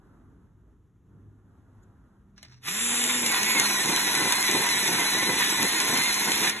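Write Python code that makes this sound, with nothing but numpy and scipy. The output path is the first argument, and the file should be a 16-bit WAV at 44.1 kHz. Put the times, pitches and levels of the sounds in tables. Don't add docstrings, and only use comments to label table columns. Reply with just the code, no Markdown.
import sys
import numpy as np
from scipy import signal
from scipy.fft import rfft, irfft, next_fast_len
from scipy.io import wavfile

SR = 44100
rng = np.random.default_rng(int(sys.argv[2]) if len(sys.argv) > 2 else 0)


def to_wav(sig):
    pcm = np.clip(np.atleast_2d(sig), -1, 1) * 32767
    pcm = np.round(pcm).astype(np.int16)
    wavfile.write(sys.argv[1], SR, pcm.T)


N = 291060
T = np.arange(N) / SR
SIZE = next_fast_len(N + SR // 4)
HZ = np.fft.rfftfreq(SIZE, 1 / SR)


def amp(db):
    return 10 ** (np.asarray(db) / 20)


def unit(x):
    return x / np.sqrt(np.mean(x ** 2) + 1e-20)


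def noise():
    return rng.standard_normal(N)


def curve(rows):
    seconds, value = np.transpose(rows)
    return np.interp(T, seconds, value)


def read(points, hz):
    f, value = np.transpose(points)
    return np.interp(np.log(hz + 1), np.log(f + 1), value)


def shaped(x, response):
    return irfft(rfft(x, SIZE) * response, SIZE)[..., :N]


def colour(x, points):
    return shaped(x, amp(read(points, HZ)))


def ringing(modes):
    return sum(amp(db) / (1 + 1j * (HZ ** 2 - hz ** 2) / (width * HZ + 1)) for hz, width, db in modes)


def wander(hz):
    steps = T * 2 * hz
    knots = rng.standard_normal(4096)
    return unit(np.interp(steps, np.arange(len(knots)), knots))


def grains(per_s, spread_db):
    size = amp(spread_db * np.minimum(rng.exponential(1, N), 4))
    struck = rng.random(N) < per_s / SR
    return unit(noise() * size * struck)


def swell(s, length):
    return np.exp(-2 * ((T - s) / length) ** 2)


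START_S, RISE_S, RELEASE_S = 2.6006, 0.089, 6.5
GEAR_FALL_DB_PER_S, GEAR_COAST_DB = 245, -10
HISS_FALL_DB_PER_S, HISS_COAST_DB = 598, -17


def coast(fall_db_per_s, rest_db):
    return np.maximum(-fall_db_per_s * np.maximum(T - RELEASE_S, 0), rest_db)


# frequency in Hz, relative level in dB.
ROOM_SPECTRUM = [(15, -54), (27, -35), (43, -1), (104, -4.5), (131, -6.5), (287, -15), (420, -20.5),
                 (560, -35.5), (1200, -33.5), (1800, -40.5), (2300, -47.5), (3600, -49.5), (4800, -62.5),
                 (6500, -46.5), (9000, -60.5), (11500, -51)]
# middle in seconds, length in seconds,
# frequency in Hz, level in dB.
DRONES = [(.6, 0.79, 99.9, -66), (.66, 0.13, 56.8, -58), (1.273, 0.22, 101.5, -53.5),
          (1.75, 0.35, 101, -57.5), (2.07, .15, 56.4, -61), (2.32, 0.42, 199, -63)]
RUMBLE_DB = -59


def room_tone(unsteady_db=1, waver=.3):
    common = unit(colour(noise(), ROOM_SPECTRUM))
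    apart = unit(colour(noise(), ROOM_SPECTRUM))
    rumble = common + amp(-16) * np.array([apart, -apart])
    drone = 0
    for s, length, hz, db in DRONES:
        tone = unit(np.sin(2 * np.pi * hz * T + waver * wander(6)))
        drone = drone + amp(db) * swell(s, length) * tone
    return amp(RUMBLE_DB + unsteady_db * wander(14.0)) * rumble + drone


# middle in seconds, length in seconds,
# low rub in dB, soft swish in dB.
RUBS = [(0.095, 0.2, -66, -68.5), (0.323, 0.31, -58.5, -70.5), (0.677, 0.16, -66, -76),
        (1.143, 0.088, -69, -84), (1.257, 0.24, -57, -72), (1.542, 0.18, -67, -72.5),
        (1.8, 0.18, -66, -72.5), (1.98, 0.56, -65.5, -69.5)]
# frequency in Hz, relative level in dB.
RUB_SPECTRUM = [(30, -25), (70, 0), (102, 0), (160, 0), (300, -2), (450, -14), (700, -56)]
# frequency in Hz, relative level in dB.
SWISH_SPECTRUM = [(300, 0.5), (600, -1.5), (900, -0.5), (1400, -0.5), (1800, -9.5), (2300, -23),
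                  (4000, -26)]


def hands(uneven_db=1.5):
    rub_level = sum(amp(db) * swell(s, length) for s, length, db, _ in RUBS)
    swish_level = sum(amp(db) * swell(s, length) for s, length, _, db in RUBS)
    rub = rub_level * unit(colour(noise(), RUB_SPECTRUM))
    swish = swish_level * unit(colour(noise(), SWISH_SPECTRUM))
    return (rub + swish) * amp(uneven_db * wander(5.3))


# frequency in Hz, relative level in dB.
FLICK_SPECTRUM = [(2000, -20), (4000, -4), (5500, -8), (7000, 7), (8500, -14), (11000, -8)]


def finger(s=1.835, length_s=.012, level_db=-70):
    return amp(level_db) * swell(s, length_s) * unit(colour(noise(), FLICK_SPECTRUM))


# time in seconds, level in dB.
SLIDE_LEVEL = [(2.35, -110), (2.365, -67), (2.38, -62), (2.41, -64), (2.435, -58), (2.48, -65), (2.51, -61),
               (2.545, -60), (2.58, -66), (2.622, -79), (2.632, -55), (2.66, -50), (2.7, -110)]
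# frequency in Hz, relative level in dB.
GUIDE_SPECTRUM = [(300, -14), (1200, -3.5), (2200, 0), (3200, -10), (4200, 1), (4900, 0), (5700, 3),
                  (7100, -18), (8000, -15), (11000, -23), (12500, -31)]


def slide(push_s=2.57, push_db=-52, body_hz=125, length_s=0.086, catch_db=2):
    scrape = amp(curve(SLIDE_LEVEL) + catch_db * wander(50)) * unit(colour(grains(4000, 0.95), GUIDE_SPECTRUM))
    push = amp(push_db) * np.exp(-((T - push_s) / length_s) ** 2)
    return scrape + push * np.sin(2 * np.pi * body_hz * T)


CLICK_T60_S = .065


def clicks(rows, body, click_db, tail_db, crack_s):
    power = np.zeros(N)
    for s, db in rows:
        age = np.maximum(T - s, 0)
        crack = np.exp(-age / crack_s)
        rattle = amp(tail_db - 60 * age / CLICK_T60_S) ** 2
        power += (T >= s) * amp(db + click_db) ** 2 * (crack + rattle)
    return unit(colour(noise(), body)) * np.sqrt(power)


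# start in seconds, level in dB before click_db.
CATCHES = [(2.379, -45), (2.388, -57), (2.43, -43), (2.4485, -44.5), (2.498, -55), (2.542, -55)]


def guide_catches():
    return clicks(CATCHES, GUIDE_SPECTRUM, click_db=-2.5, tail_db=-18, crack_s=0.0034)


# start in seconds, level in dB before click_db.
SNAPS = [(2.429, -36.5), (3.039, -13), (3.2625, -10), (3.431, -13), (3.5982, -9.5), (3.9622, -14),
         (4.1512, -13.5), (4.3228, -9.5), (4.5133, -14.5), (4.6892, -16), (4.8785, -19), (5.065, -23),
         (5.447, -19), (5.501, -17), (5.629, -12.5), (5.802, -13), (5.9743, -14), (6.1423, -16),
         (6.3185, -13), (6.4955, -13.5)]
# frequency in Hz, relative level in dB.
HEAD_SPECTRUM = [(300, -26), (1200, -11), (2300, -5), (3300, -2), (4200, -2), (4900, -7), (5800, 1),
                 (6500, -3), (7100, -1), (8500, -7), (11000, -5), (12500, -14)]


def snaps():
    return clicks(SNAPS, HEAD_SPECTRUM, click_db=-2.5, tail_db=-24, crack_s=0.0014)


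# time in seconds, speed in turns a second before the flutter.
SHAFT_SPEED = [(2.63, 103), (2.69, 165), (2.76, 208), (2.81, 231), (2.85, 237), (2.96, 238), (3.14, 245.5),
               (3.2, 245.9), (3.38, 205.0), (3.42, 208.2), (3.47, 222.1), (3.55, 221.4), (3.6, 210.4),
               (3.66, 207.7), (3.7, 199.7), (3.74, 201.7), (3.78, 191.8), (3.85, 209.4), (3.97, 200.4),
               (4.02, 207.6), (4.08, 190.8), (4.14, 204.2), (4.18, 198.0), (4.23, 205.0), (4.28, 199.5),
               (4.33, 207.3), (4.38, 203.7), (4.42, 210.6), (4.47, 197.5), (4.52, 202.6), (4.57, 199.9),
               (4.61, 207.3), (4.67, 198.3), (4.71, 205.9), (4.76, 189.9), (4.8, 203.8), (4.86, 191.9),
               (4.91, 202.1), (4.95, 199.2), (5.0, 207.3), (5.05, 200.3), (5.11, 203.9), (5.15, 194.5),
               (5.19, 201.8), (5.24, 196.2), (5.29, 204.3), (5.35, 195.6), (5.39, 205.7), (5.44, 189.1),
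               (5.49, 199.3), (5.54, 193.4), (5.59, 201.0), (5.64, 197.3), (5.69, 211.4), (5.73, 205.5),
               (5.78, 209.6), (5.83, 199.2), (5.88, 208.5), (5.92, 196.8), (5.97, 208.2), (6.02, 204.0),
               (6.07, 213.7), (6.12, 200.8), (6.16, 209.4), (6.2, 203.0), (6.25, 219.0), (6.29, 208.9),
               (6.34, 214.8), (6.38, 208.5), (6.43, 214.6), (6.48, 194.8), (6.53, 209.4), (6.55, 209.8)]
FLUTTER_TURNS_PER_S, FLUTTER_RATE_HZ = 0.3074, 50


def shaft():
    return curve(SHAFT_SPEED) + FLUTTER_TURNS_PER_S * wander(FLUTTER_RATE_HZ)


# time in seconds, level in dB.
HUM_LEVEL = [(2.63, -49), (2.74, -48), (2.85, -41.5), (3.2, -37), (3.35, -47), (3.47, -42.5), (3.65, -41),
             (3.8, -49.5), (6.5, -48), (6.6, -50)]
# multiple of the shaft speed,
# relative level in dB when cutting, relative level in dB when running free.
MESH_LINES = [(9, -2, -7), (10, 2.5, -5), (11, -3.5, -8), (12, -2, -5), (15, -16, -7), (17, -7, -20),
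              (18, -11, -18), (19, -10, -30), (20, 3.5, -30), (21, -10, -14), (22, -9, -30), (23, -11, -30),
              (25, -22, -14), (30, -.5, -20), (31, -7, -20), (33, -8, -25), (39, -9, -20), (40, -3.5, -25),
              (46, -8, -20), (48, -11, -25), (51, -7.5, -30), (52, -8, -30)]
# time in seconds, level in dB before the coast.
WHINE_LEVEL = [(2.66, -52), (2.8, -38), (3.2, -37), (3.3, -32.5), (3.4, -36), (3.52, -30.5), (3.7, -35.5),
               (4.4, -36), (4.8, -34.5), (5.5, -36), (6, -35.5), (6.5, -37.5)]
# frequency in Hz, gain in dB.
RADIATION = [(5800, -0.5), (6250, -1), (6650, -3), (6850, 4.5), (7500, 2)]
# frequency in Hz, relative level in dB.
BUZZ_SPECTRUM = [(700, -32), (1400, -19), (2500, -16), (3600, -12), (4300, -26), (5400, -24), (6000, -9),
                 (6950, -11), (7150, 0), (7550, 0), (7750, -8), (8400, -8), (9150, -10), (9400, 0),
                 (9750, -9), (10300, -5), (10600, -11), (11000, -6), (11600, -22)]


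def motor(speed, load, hiss_db, buzz_db=2, second_db=-11, damped_db=-11, full_speed=235):
    jitter = 1 + 0.001866 * load * wander(45)
    angle = 2 * np.pi * np.cumsum(speed * jitter) / SR

    hum = np.sqrt(2) * (np.sin(angle) + amp(second_db) * np.sin(2 * angle))
    hum = hum * (1 + 0.21 * wander(40)) * amp(curve(HUM_LEVEL))

    whine = np.zeros(N)
    for k, cut_db, free_db in MESH_LINES:
        level = amp(cut_db * load + free_db * (1 - load)) * (1 + .45 * wander(22))
        whine += level * np.cos(k * angle + .35 * wander(45))
    whine_db = curve(WHINE_LEVEL) + coast(GEAR_FALL_DB_PER_S, GEAR_COAST_DB)
    whine = colour(whine, RADIATION) * amp(whine_db)

    turn = np.linspace(0, 2 * np.pi, 2049)
    track = sum(np.cos(k * turn + 2 * np.pi * rng.random()) for k in range(3, 52))
    buzz = unit(colour(np.interp(angle % (2 * np.pi), turn, track), BUZZ_SPECTRUM))
    buzz_level = amp(hiss_db + buzz_db + damped_db * load) * np.minimum(speed / full_speed, 1) ** 3
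    return hum + whine + buzz * buzz_level


# middle in seconds,
# length in seconds, rise in dB.
SURGES = [(3.355, 0.036, 5), (4.647, .04, 0.5), (5.427, 0.035, 4.5), (6.098, 0.028, 3.5), (6.455, 0.065, 4)]
# frequency in Hz, relative level in dB.
RATTLE_SPECTRUM = [(30, -65), (120, -9), (350, -9.5), (600, -17), (800, -4.5), (1250, -2), (1550, -2.5),
                   (1900, -0.5), (2400, 5), (2800, 0), (3200, -2.5), (3600, 4.5), (4100, -3), (5000, -74),
                   (6500, -11)]
# frequency in Hz, width in Hz, relative level in dB.
HOUSING_MODES = [(1874, 170, 1), (1980, 60, -4.5), (2220, 43, -6.5), (2480, 41, 2), (2900, 100, -6),
                 (3560, 66, -3), (3750, 25, -5), (4034, 50, -2), (5900, 48, -6), (6240, 63, -1.5)]
# frequency in Hz, relative level in dB.
CLATTER_SPECTRUM = [(3800, -40), (4300, 0), (4700, -1), (5100, -2), (5400, -5), (5800, -40)]
# frequency in Hz, relative level in dB.
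HISS_SPECTRUM = [(2500, -9.5), (4400, -64), (5200, 7), (5600, 6), (6100, 2.5), (6800, 2), (7400, -1),
                 (8000, 3.5), (8700, -21), (9400, 3.5), (10000, -1.5), (10800, 3.5), (11300, 7.5),
                 (11700, 1.5), (12200, -5)]


def gears(load, gear_db, hiss_db, rattle_db=-3.5, housing_db=-8, clatter_db=-12, fizz_db=-1, crackle_db=-11,
          free_db=-9, loose_db=-5):
    surge_db = sum(db * swell(s, length) for s, length, db in SURGES)
    rattle = unit(colour(grains(8000, 3.1), RATTLE_SPECTRUM)) * amp(rattle_db)
    housing = unit(shaped(grains(3000, 0.72), ringing(HOUSING_MODES)))
    housing = housing * amp(housing_db + loose_db * (1 - load))
    clatter = unit(colour(grains(10000, 1.8), CLATTER_SPECTRUM)) * amp(clatter_db)
    teeth = (rattle + housing + clatter) * amp(gear_db + surge_db + 1.34 * wander(60))

    contact = amp(hiss_db + free_db * (1 - load) ** 2)
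    hiss = unit(colour(grains(9000, 1.6), HISS_SPECTRUM)) * amp(fizz_db + 1.3 * wander(60))
    crackle = unit(colour(grains(260, 3.5), HEAD_SPECTRUM)) * amp(crackle_db)
    return teeth + contact * (hiss + crackle)


# middle in seconds, length in seconds,
# rasp in dB, ring in dB, delay of the ring in seconds; rasp and ring are before the blade's own gains.
BITES = [(3.244, 0.08, -34.5, -30, 0.1), (3.582, 0.054, -31, -31.5, 0.068), (3.902, 0.078, -30, -30, 0.08),
         (4.234, 0.084, -28.5, -30.5, 0.084), (4.551, 0.094, -28.5, -30.5, 0.096),
         (4.91, 0.12, -33.5, -37, 0.098), (5.276, 0.087, -31.5, -46, 0.043),
         (5.627, 0.068, -28.5, -35, -0.016), (5.95, 0.091, -29.5, -31, -0.000076),
         (6.305, 0.065, -31.5, -48, 0.13)]
RING_S = 0.067
RASP_DB, CUP_DB = -36.5, -34.5


def cut(load, idle_db=-12, uneven_db=2.0, coast_db=-6):
    light_db = coast(GEAR_FALL_DB_PER_S, coast_db)
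    rasp_power = amp(RASP_DB + light_db + 0.95 * uneven_db * wander(12)) ** 2
    cup_power = amp(CUP_DB + light_db + idle_db * (1 - load) + uneven_db * wander(12)) ** 2
    for s, length, rasp_db, ring_db, delay in BITES:
        rasp_power = rasp_power + (amp(rasp_db) * swell(s, length)) ** 2
        cup_power = cup_power + (amp(ring_db) * swell(s + delay, RING_S)) ** 2
    return 10 * np.log10(rasp_power), 10 * np.log10(cup_power)


# frequency in Hz, relative level in dB.
RASP_SPECTRUM = [(20, -60), (50, -38), (110, -12), (160, -7), (220, -4.5), (290, -1), (390, -2),
                 (480, -6.5), (600, -17), (900, -6), (2000, -84)]
# frequency in Hz, width in Hz, relative level in dB.
CUP_MODES = [(774, 52, -10.5), (969, 36, -4), (1036, 87, 2), (1460, 230, -3)]


def blade(load, rasp_db, cup_db, body_db=-2.5, ring_db=-2.0, free_db=-9, chatter_db=1.7):
    chips = grains(2700, 1.8) * amp(chatter_db * wander(40))
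    body = unit(colour(chips, RASP_SPECTRUM)) * amp(rasp_db + body_db + free_db * (1 - load))
    cup = unit(shaped(chips, ringing(CUP_MODES))) * amp(cup_db + ring_db)
    return body + cup


# frequency in Hz, lead in half turns.
PORT_PHASE = [(0, 0), (400, -.07), (700, -.38), (900, -.11), (1300, -.2), (1950, .06), (2400, .62),
              (3100, .25), (3800, .5), (4150, .6), (4450, 1), (5250, 1), (6400, 2), (7250, 2), (8150, 2.6),
              (8500, 3), (9450, 3), (10500, 4), (11300, 4.1), (12000, 4.45)]
# frequency in Hz, difference in dB.
PORT_BALANCE = [(300, 0), (750, -2.5), (1000, 0), (1500, -2), (2300, -3.5), (2900, 0), (3600, -1),
                (4300, 0)]
# frequency in Hz, level in dB before wet_db.
REFLECTIONS = [(60, -22), (130, -8), (200, -7), (350, -15), (680, -2), (1000, -10), (1500, -5), (3000, -3),
               (4000, -5), (4500, -33), (5200, -30), (5700, -5), (6800, -22), (7900, -7), (8500, -34),
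               (9300, -32), (9900, -6), (11000, -20)]


def ports(x, wet_db, t60=0.11, turns_per_s=2.9, count=3):
    phase = np.interp(HZ, *np.transpose(PORT_PHASE))
    lead = np.exp(.5j * np.pi * phase) * amp(read(PORT_BALANCE, HZ) / 2)
    out = shaped(x, np.array([lead, 1 / lead]))
    wet = amp(wet_db) * colour(x, REFLECTIONS)
    age = T[:SR // 3]
    for k in range(count):
        tail = rng.standard_normal((2, len(age))) * amp(-60 * age / t60) * (age > .002)
        tail /= np.linalg.norm(tail, axis=1, keepdims=True)
        facing = np.sqrt(2 / count) * np.cos(np.pi * (2 * turns_per_s * T + k / count))
        out = out + signal.oaconvolve((wet * facing)[None], tail, axes=1)[:, :N]
    return out


# time in seconds, share of the full load from 0 to 1.
CUTTING_LOAD = [(2.63, 0.33), (2.76, 0.38), (2.84, 0.15), (3.19, 0.32), (3.32, 0.92), (3.5, 0.81),
                (3.65, 1), (6.6, 0.97)]
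# time in seconds, level in dB before coast and unevenness.
GEAR_LEVEL = [(2.66, -29.5), (2.72, -34), (2.98, -30), (3.11, -27.5), (3.19, -31), (3.3, -30), (3.6, -28),
              (3.85, -29.5), (4.4, -28.5), (6.5, -28.5)]
# time in seconds, level in dB before the coast.
CUTTER_LEVEL = [(2.68, -30.5), (2.98, -29), (3.2, -29.5), (3.5, -30.5), (3.9, -30), (5.3, -31),
                (6.5, -29.5)]


def scene(feed_s=0.36, uneven_db=0.6, motor_wet_db=-6, cut_wet_db=0):
    load = np.clip(curve(CUTTING_LOAD), 0, 1)
    gear_db = curve(GEAR_LEVEL) + coast(GEAR_FALL_DB_PER_S, GEAR_COAST_DB) + uneven_db * wander(7.9)
    hiss_db = curve(CUTTER_LEVEL) + coast(HISS_FALL_DB_PER_S, HISS_COAST_DB)
    running = np.clip((T - START_S) / RISE_S, 0, 1) ** 2.57
    fed = np.clip((T - START_S) / feed_s, 0, 1)

    handling = hands() + finger() + slide() + guide_catches() + snaps()
    rasp_db, cup_db = cut(load)
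    grinding = gears(load, gear_db, hiss_db) + fed * blade(load, rasp_db, cup_db)
    spinning = running * motor(shaft(), load, hiss_db)
    return room_tone() + ports(handling + running * grinding, cut_wet_db) + ports(spinning, motor_wet_db)


EDGE_HZ = 12000


def record(dry):
    lowpass = signal.firwin(511, EDGE_HZ, window=("kaiser", 9), fs=SR)
    return signal.oaconvolve(dry, lowpass[None], "same")


dry = scene()
out = record(dry)
to_wav(out)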